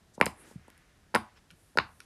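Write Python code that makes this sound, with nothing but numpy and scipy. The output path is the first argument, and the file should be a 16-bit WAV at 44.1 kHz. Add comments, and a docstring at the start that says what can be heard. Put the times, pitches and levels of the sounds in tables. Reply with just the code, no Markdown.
"""Fingers press the bubbles of a silicone popping toy on a carpet, close by in a small quiet room.
Each pop is one or more snaps: a filtered click whose highs arrive before its lows, a tiny falling
chirp, topped with a bright crack and a spit of noise. Between the pops, noise swells are fingertips
sliding and short resonant puffs are their ticks; three low knocks are the toy bumping the carpet.
Echoes, ringing modes and a noise tail make the room, over a steady hush and drone."""
import sys
import numpy as np
from scipy import signal
from scipy.fft import rfft, irfft
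from scipy.io import wavfile

SR = 44100
rng = np.random.default_rng(int(sys.argv[2]) if len(sys.argv) > 2 else 0)


def output_pcm(signal):
    """Save a mono or channel-first signal as 16-bit PCM at the path in sys.argv[1].

    Samples are clipped to [-1, 1] before scaling.
    """
    pcm = np.clip(np.atleast_2d(signal).T, -1, 1) * 32767
    wavfile.write(sys.argv[1], SR, np.round(pcm).astype(np.int16))


N = 90404  # length in samples
SHORT = 4096  # samples given to each short sound
TIME = np.arange(N) / SR
HZ = np.maximum(np.fft.rfftfreq(N, 1 / SR), 1)

# Steady hush of the room. Each row: frequency in Hz, relative level in dB per Hz.
HUSH_SPECTRUM = [(15, -24.5), (25, 8), (206, -2), (607, -11), (775, -10.5), (887, -13.5), (1700, -13),
                 (1840, -13), (2220, -17.5), (5430, -20), (8590, -23.5), (14800, -22), (16000, -47.5)]
# A fingertip slides. Each row: middle in seconds, spread in seconds, level at the middle in dB,
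# centre in Hz, sharpness Q.
FINGER_SLIDES = [(.150, 0.0074, -60, 6840, 0.91), (.405, 0.025, -58.5, 10050, 2.4),
                 (.49, 0.041, -61.5, 8880, 0.34), (.45, 0.063, -62, 1574, 0.86), (.46, .06, -61, 300, .8),
                 (.72, 0.17, -67.5, 1700, 1.12), (1.291, 0.033, -66.5, 1400, 0.76),
                 (1.375, 0.012, -61.5, 1590, 0.75), (1.374, 0.0097, -68, 5200, 6.7),
                 (1.535, .012, -60, 169.7, 1.27), (1.65, 0.083, -69.5, 10640, 1.08),
                 (1.97, .08, -70, 10900, 1.44), (2.029, 0.023, -68, 2500, .4)]
# A dome buckles. Each row: start in seconds, strength in dB, top edge in Hz, ring in Hz,
# ring boost in dB, ring Q, thump in Hz, thump in dB, crack in dB, spit in dB (these three relative
# to the strength), lag of each frequency in its own cycles.
DOME_SNAPS = [(0.1781, -6, 980, 600, 2.5, 2.04, 198, 9.5, -48.5, -46, 0.7),
              (0.201, 2.5, 1270, 450, 1, 2, 242, 3, -37, -26.5, 0.92),
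              (0.2121, 20, 2416, 2200, 3.5, 4, 195, 0, -23.5, -25.5, .75),
              (0.2646, 5.5, 2320, 507, 5.5, 3.4, 182, 7, -7.5, -27, 0.822),
              (0.5107, -19.5, 1050, 430, 6.5, 4.3, 193, 11, -26, -16.5, 0.93),
              (0.6803, -18, 1196, 921, 3, 4.9, 260, 9.5, -22.5, -15.5, 0.83),
              (1.1417, 2.5, 1563, 913, 6.5, 2.23, 237, 4.5, -38, -27, 0.53),
              (1.1476, 4, 2750, 1450, 6, 3.1, 201, 2.5, -0.5, -17.5, 0.49),
              (1.1512, 13.5, 2160, 950, 6, 1.8, 220, 0.5, -22.5, -15, 0.548),
              (1.1591, 10.5, 2220, 1450, 10.5, 6.2, 205, 5.5, -15.5, -25.5, 0.64),
              (1.7536, -20, 868, 610, 15, 3.3, 225, 19, -37.5, -34, 0.95),
              (1.7732, 9.5, 1850, 1440, 14, 10.7, 335, 5, -10, -24.5, 0.59),
              (1.7860, 8.5, 3230, 1480, 15, 3.73, 145, 3.5, 1, -28, 0.538)]
# The bright crack of a dome. Each row: resonance in Hz, level in dB, sharpness Q.
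CRACK_MODES = [(3589, -5, 1.7), (5000, -0.5, 4.68)]
# Dips that hollow out the direct sound. Each row: frequency in Hz, depth from 0 to 1, sharpness Q.
HOLLOW_DIPS = [(696, .92, 18), (1225, .85, 6), (3436, 0.6, 12), (4730, 0.4, 42), (6300, 0.1, 10)]
# Near surfaces answer. Each row: delay in seconds, level in dB, centre in Hz, sharpness Q.
NEAR_ECHOES = [(.0066, -12.5, 660, 6), (.0128, -2, 1100, 5.4), (0.013, -14.5, 2900, 1.2),
               (.0140, -8, 250, 1.4), (0.021, -13, 950, 2.3)]
# Room modes that stand out. Each row: frequency in Hz, level in dB, sharpness Q.
RINGING_MODES = [(76, 9, 8.2), (99, 0, 17), (215, -8.5, 18), (746, -8.5, 46), (992, -10, 46),
                 (1117, -5, 97), (2150, -9.5, 67)]
# The room's tail. Each row: frequency in Hz, level in dB, time to fall by 60 dB in seconds.
TAIL_BANDS = [(80, -10, 0.18), (158, -14, 0.16), (276, -13, 0.18), (500, -22, .27), (810, -15, 0.33),
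              (1100, -9.5, 0.32), (1330, -22, 0.33), (2100, -18, .28), (3400, -11.5, 0.22),
              (4800, -13, 0.18), (8000, -15, .26), (14000, -14, 0.17)]
# Skin lets go of the rubber. Each row: start in seconds, rubber in dB, spit in dB, decay in seconds.
FINGER_TICKS = [(.2583, -22, 1, 0.00039), (0.261, -9, -8.5, .004), (0.7019, -23.5, -27.5, 0.00068),
                (0.7778, -30, -34, .001), (1.5048, -15.5, -39, 0.00078), (1.5100, -18, -30.5, 0.0032),
                (2.0033, -7.5, -23, 0.0013)]
# What a tick rings with. Each row: frequency in Hz, level in dB, sharpness Q.
RUBBER_MODES = [(1480, 6.5, 9), (2300, -2.5, 1.3), (5010, -9, 3)]
# The toy bumps the carpet. Each row: start in seconds, level in dB, pitch in Hz.
CARPET_BUMPS = [(.5568, 12, 157), (0.5718, -2, 100.4), (0.591, -7.5, 150)]

HUSH_DB = -64
DRONE_HZ, DRONE_Q, DRONE_DB = 76, 2, -72.5
BODY_LOW_HZ, THUMP_Q = 300, 2.2
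LAG_KNEE_HZ = 28.8  # the lag levels off below this
CRACK_DECAY_S, GRIT = .0008, .8  # grit: noise level relative to the crack's click
SPIT_HZ, SPIT_Q, SPIT_DECAY_S = 10470, .9, 0.0021
HAND_DELAY_S, HAND_DB, HAND_HZ, HAND_Q = .00215, -6.5, 750, 1
MODE_DELAY_S = .015
ROOM_GAP_S, ROOM_BUILD_S = 0.0027, 0.0017  # silence before the tail, then its rise time
BUMP_Q, BUMP_TOP_HZ, BUMP_LOW_HZ = 2.2, 251, 56.4
BUMP_ROOM_SHARE = 0.42  # the carpet soaks up much of a bump before it reaches the room
CUTOFF_HZ = 16000


def amp(db):
    """Decibels to a linear gain."""
    return 10 ** (np.asarray(db) / 20)


def rms_one(x):
    """Scale a sound to rms 1."""
    return x / np.sqrt(np.mean(x ** 2) + 1e-20)


def band(x, hz, q):
    """One resonance, gain 1 on top."""
    w = 2 * np.pi * min(hz, .45 * SR) / SR
    a = np.sin(w) / (2 * q)
    return signal.lfilter([a, 0, -a], [1 + a, -2 * np.cos(w), 1 - a], x + 1e-18)


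def double_band(x, hz, q):
    """The same resonance twice in a row, for steeper sides."""
    return band(band(x, hz, q), hz, q)


def cut(x, hz, kind, order):
    """Low-, high- or band-pass."""
    return signal.sosfilt(signal.butter(order, hz, kind, fs=SR, output="sos"), x + 1e-18)


def add(out, start_s, x):
    """Mix a sound in at a start time, trimmed at the end of the scene."""
    i = int(start_s * SR)
    out[i:i + len(x)] += x[:N - i]


def burst(hz, q, decay_s):
    """A dying puff of noise through a doubled resonance."""
    puff = rng.standard_normal(SHORT) * np.exp(-TIME[:SHORT] / decay_s)
    return double_band(puff / np.linalg.norm(puff), hz, q)


def crackle(modes, decay_s):
    """A separate puff into each of a few resonances."""
    return sum(amp(db) * burst(hz, q, decay_s) for hz, db, q in modes)


def floor():
    """Steady faint hush of shaped noise, and a low drone of noise in one narrow band."""
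    hzs, dbs = np.transpose(HUSH_SPECTRUM)
    shape = amp(np.interp(np.log(HZ), np.log(hzs), dbs))
    hush = irfft(rfft(rng.standard_normal(N)) * shape, N)
    drone = double_band(rng.standard_normal(N), DRONE_HZ, DRONE_Q)
    return amp(HUSH_DB) * rms_one(hush) + amp(DRONE_DB) * rms_one(drone)


def slides():
    """Skin brushing over silicone: band-limited noise that swells and fades."""
    out = np.zeros(N)
    for middle_s, spread_s, db, hz, q in FINGER_SLIDES:
        rub = rms_one(double_band(rng.standard_normal(N), hz, q))
        swell = np.exp(-.5 * ((TIME - middle_s) / spread_s) ** 2)
        out += amp(db) * swell * rub
    return out


def disperse(x, cycles):
    """Soft rubber carries high notes faster than low ones: each is late by some of its own cycles."""
    hz = np.fft.rfftfreq(SHORT, 1 / SR)
    phase = -2 * np.pi * cycles * np.log(1 + hz / LAG_KNEE_HZ)
    return irfft(rfft(x) * np.exp(1j * phase))


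def crack():
    """The click of the buckling rim rings its high modes, with a little grit."""
    push = signal.unit_impulse(SHORT)
    click = np.zeros(SHORT)
    for k, (hz, db, q) in enumerate(CRACK_MODES):
        click += (-1) ** k * amp(db) * double_band(push, hz, q)  # modes alternate in sign
    return click + GRIT * crackle(CRACK_MODES, CRACK_DECAY_S)


def snaps():
    """Each snap is one push on the dome: a damped ring, a low thump, a crack and a spit of air."""
    out, push = np.zeros(N), signal.unit_impulse(SHORT)
    for (start_s, db, edge_hz, ring_hz, ring_db, ring_q, thump_hz, thump_db,
         crack_db, spit_db, lag_cycles) in DOME_SNAPS:
        body = cut(push, BODY_LOW_HZ, "high", order=2)
        ringing = body + (amp(ring_db) - 1) * band(body, ring_hz, ring_q)
        thump = amp(thump_db) * band(push, thump_hz, THUMP_Q)
        dome = cut(ringing - thump, edge_hz, "low", order=6)
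        spit = amp(spit_db) * burst(SPIT_HZ, SPIT_Q, SPIT_DECAY_S)
        snap = disperse(dome, lag_cycles) + amp(crack_db) * crack() + spit
        add(out, start_s, amp(db) * snap)
    return out


def tail():
    """Diffuse answer of the room to a click: noise dying band by band."""
    hzs, dbs, t60s = np.transpose(TAIL_BANDS)
    edges = 45 * 2 ** np.arange(0, 8.6, 1 / 3)  # third octaves
    white, out = rng.standard_normal((2, N // 2)), 0
    age = np.maximum(TIME[:N // 2] - ROOM_GAP_S, 0)
    build = 1 - np.exp(-age / ROOM_BUILD_S)
    for k, (low, high) in enumerate(zip(edges, edges[1:])):
        log_middle = np.log(low * high) / 2
        db = np.interp(log_middle, np.log(hzs), dbs)
        t60 = np.interp(log_middle, np.log(hzs), t60s)
        fade = np.exp(-np.log(1000) * age / t60)
        # neighbouring bands draw on different noise
        part = cut(white[k % 2], [low, high], "band", order=3) * build * fade
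        width_gain = np.sqrt(2 * (high - low) / SR)  # a click's energy in this band
        out = out + amp(db) * width_gain * part / np.linalg.norm(part)
    return out


def room(x):
    """The slightly hollow direct sound, a few coloured echoes, ringing room modes and the tail."""
    out = x.copy()
    # the hand throws the sound straight back
    add(out, HAND_DELAY_S, amp(HAND_DB) * band(x, HAND_HZ, HAND_Q))
    for hz, depth, q in HOLLOW_DIPS:
        out = out - depth * band(out, hz, q)
    for delay_s, db, hz, q in NEAR_ECHOES:
        add(out, delay_s, amp(db) * double_band(x, hz, q))
    for hz, db, q in RINGING_MODES:
        add(out, MODE_DELAY_S, amp(db) * band(x, hz, q))
    return out + signal.fftconvolve(x, tail())[:N]


def ticks():
    """Small sticky clicks of the fingertips: noise puffs ring the rubber and spit up high."""
    out = np.zeros(N)
    for start_s, rubber_db, spit_db, decay_s in FINGER_TICKS:
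        rubber = amp(rubber_db) * crackle(RUBBER_MODES, decay_s)
        spit = amp(spit_db) * burst(SPIT_HZ, SPIT_Q, decay_s)
        add(out, start_s, rubber + spit)
    return out


def bumps():
    """Dull knocks of the toy on the carpet: clicks through one low, heavily damped resonance."""
    out, push = np.zeros(N), signal.unit_impulse(SHORT)
    for start_s, db, hz in CARPET_BUMPS:
        knock = cut(band(push, hz, BUMP_Q), BUMP_TOP_HZ, "low", order=4)
        add(out, start_s, amp(db) * knock)
    return cut(out, BUMP_LOW_HZ, "high", order=3)


def scene():
    """The toy and the fingers in the room; slides and part of each bump stay dry."""
    thud = bumps()
    in_room = room(snaps() + ticks() + BUMP_ROOM_SHARE * thud)
    close = (1 - BUMP_ROOM_SHARE) * thud + slides()
    return (in_room + close + floor())[None]


def record(dry):
    """The microphone drops the deepest bass and dulls the highest treble; the top is cut."""
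    no_rumble = cut(dry, 36, "high", order=3)
    dull = cut(no_rumble, 11300, "low", order=4)
    steep = signal.ellip(10, .1, 80, CUTOFF_HZ, fs=SR, output="sos")
    return signal.sosfilt(steep, dull)


dry = scene()
out = record(dry)
output_pcm(out)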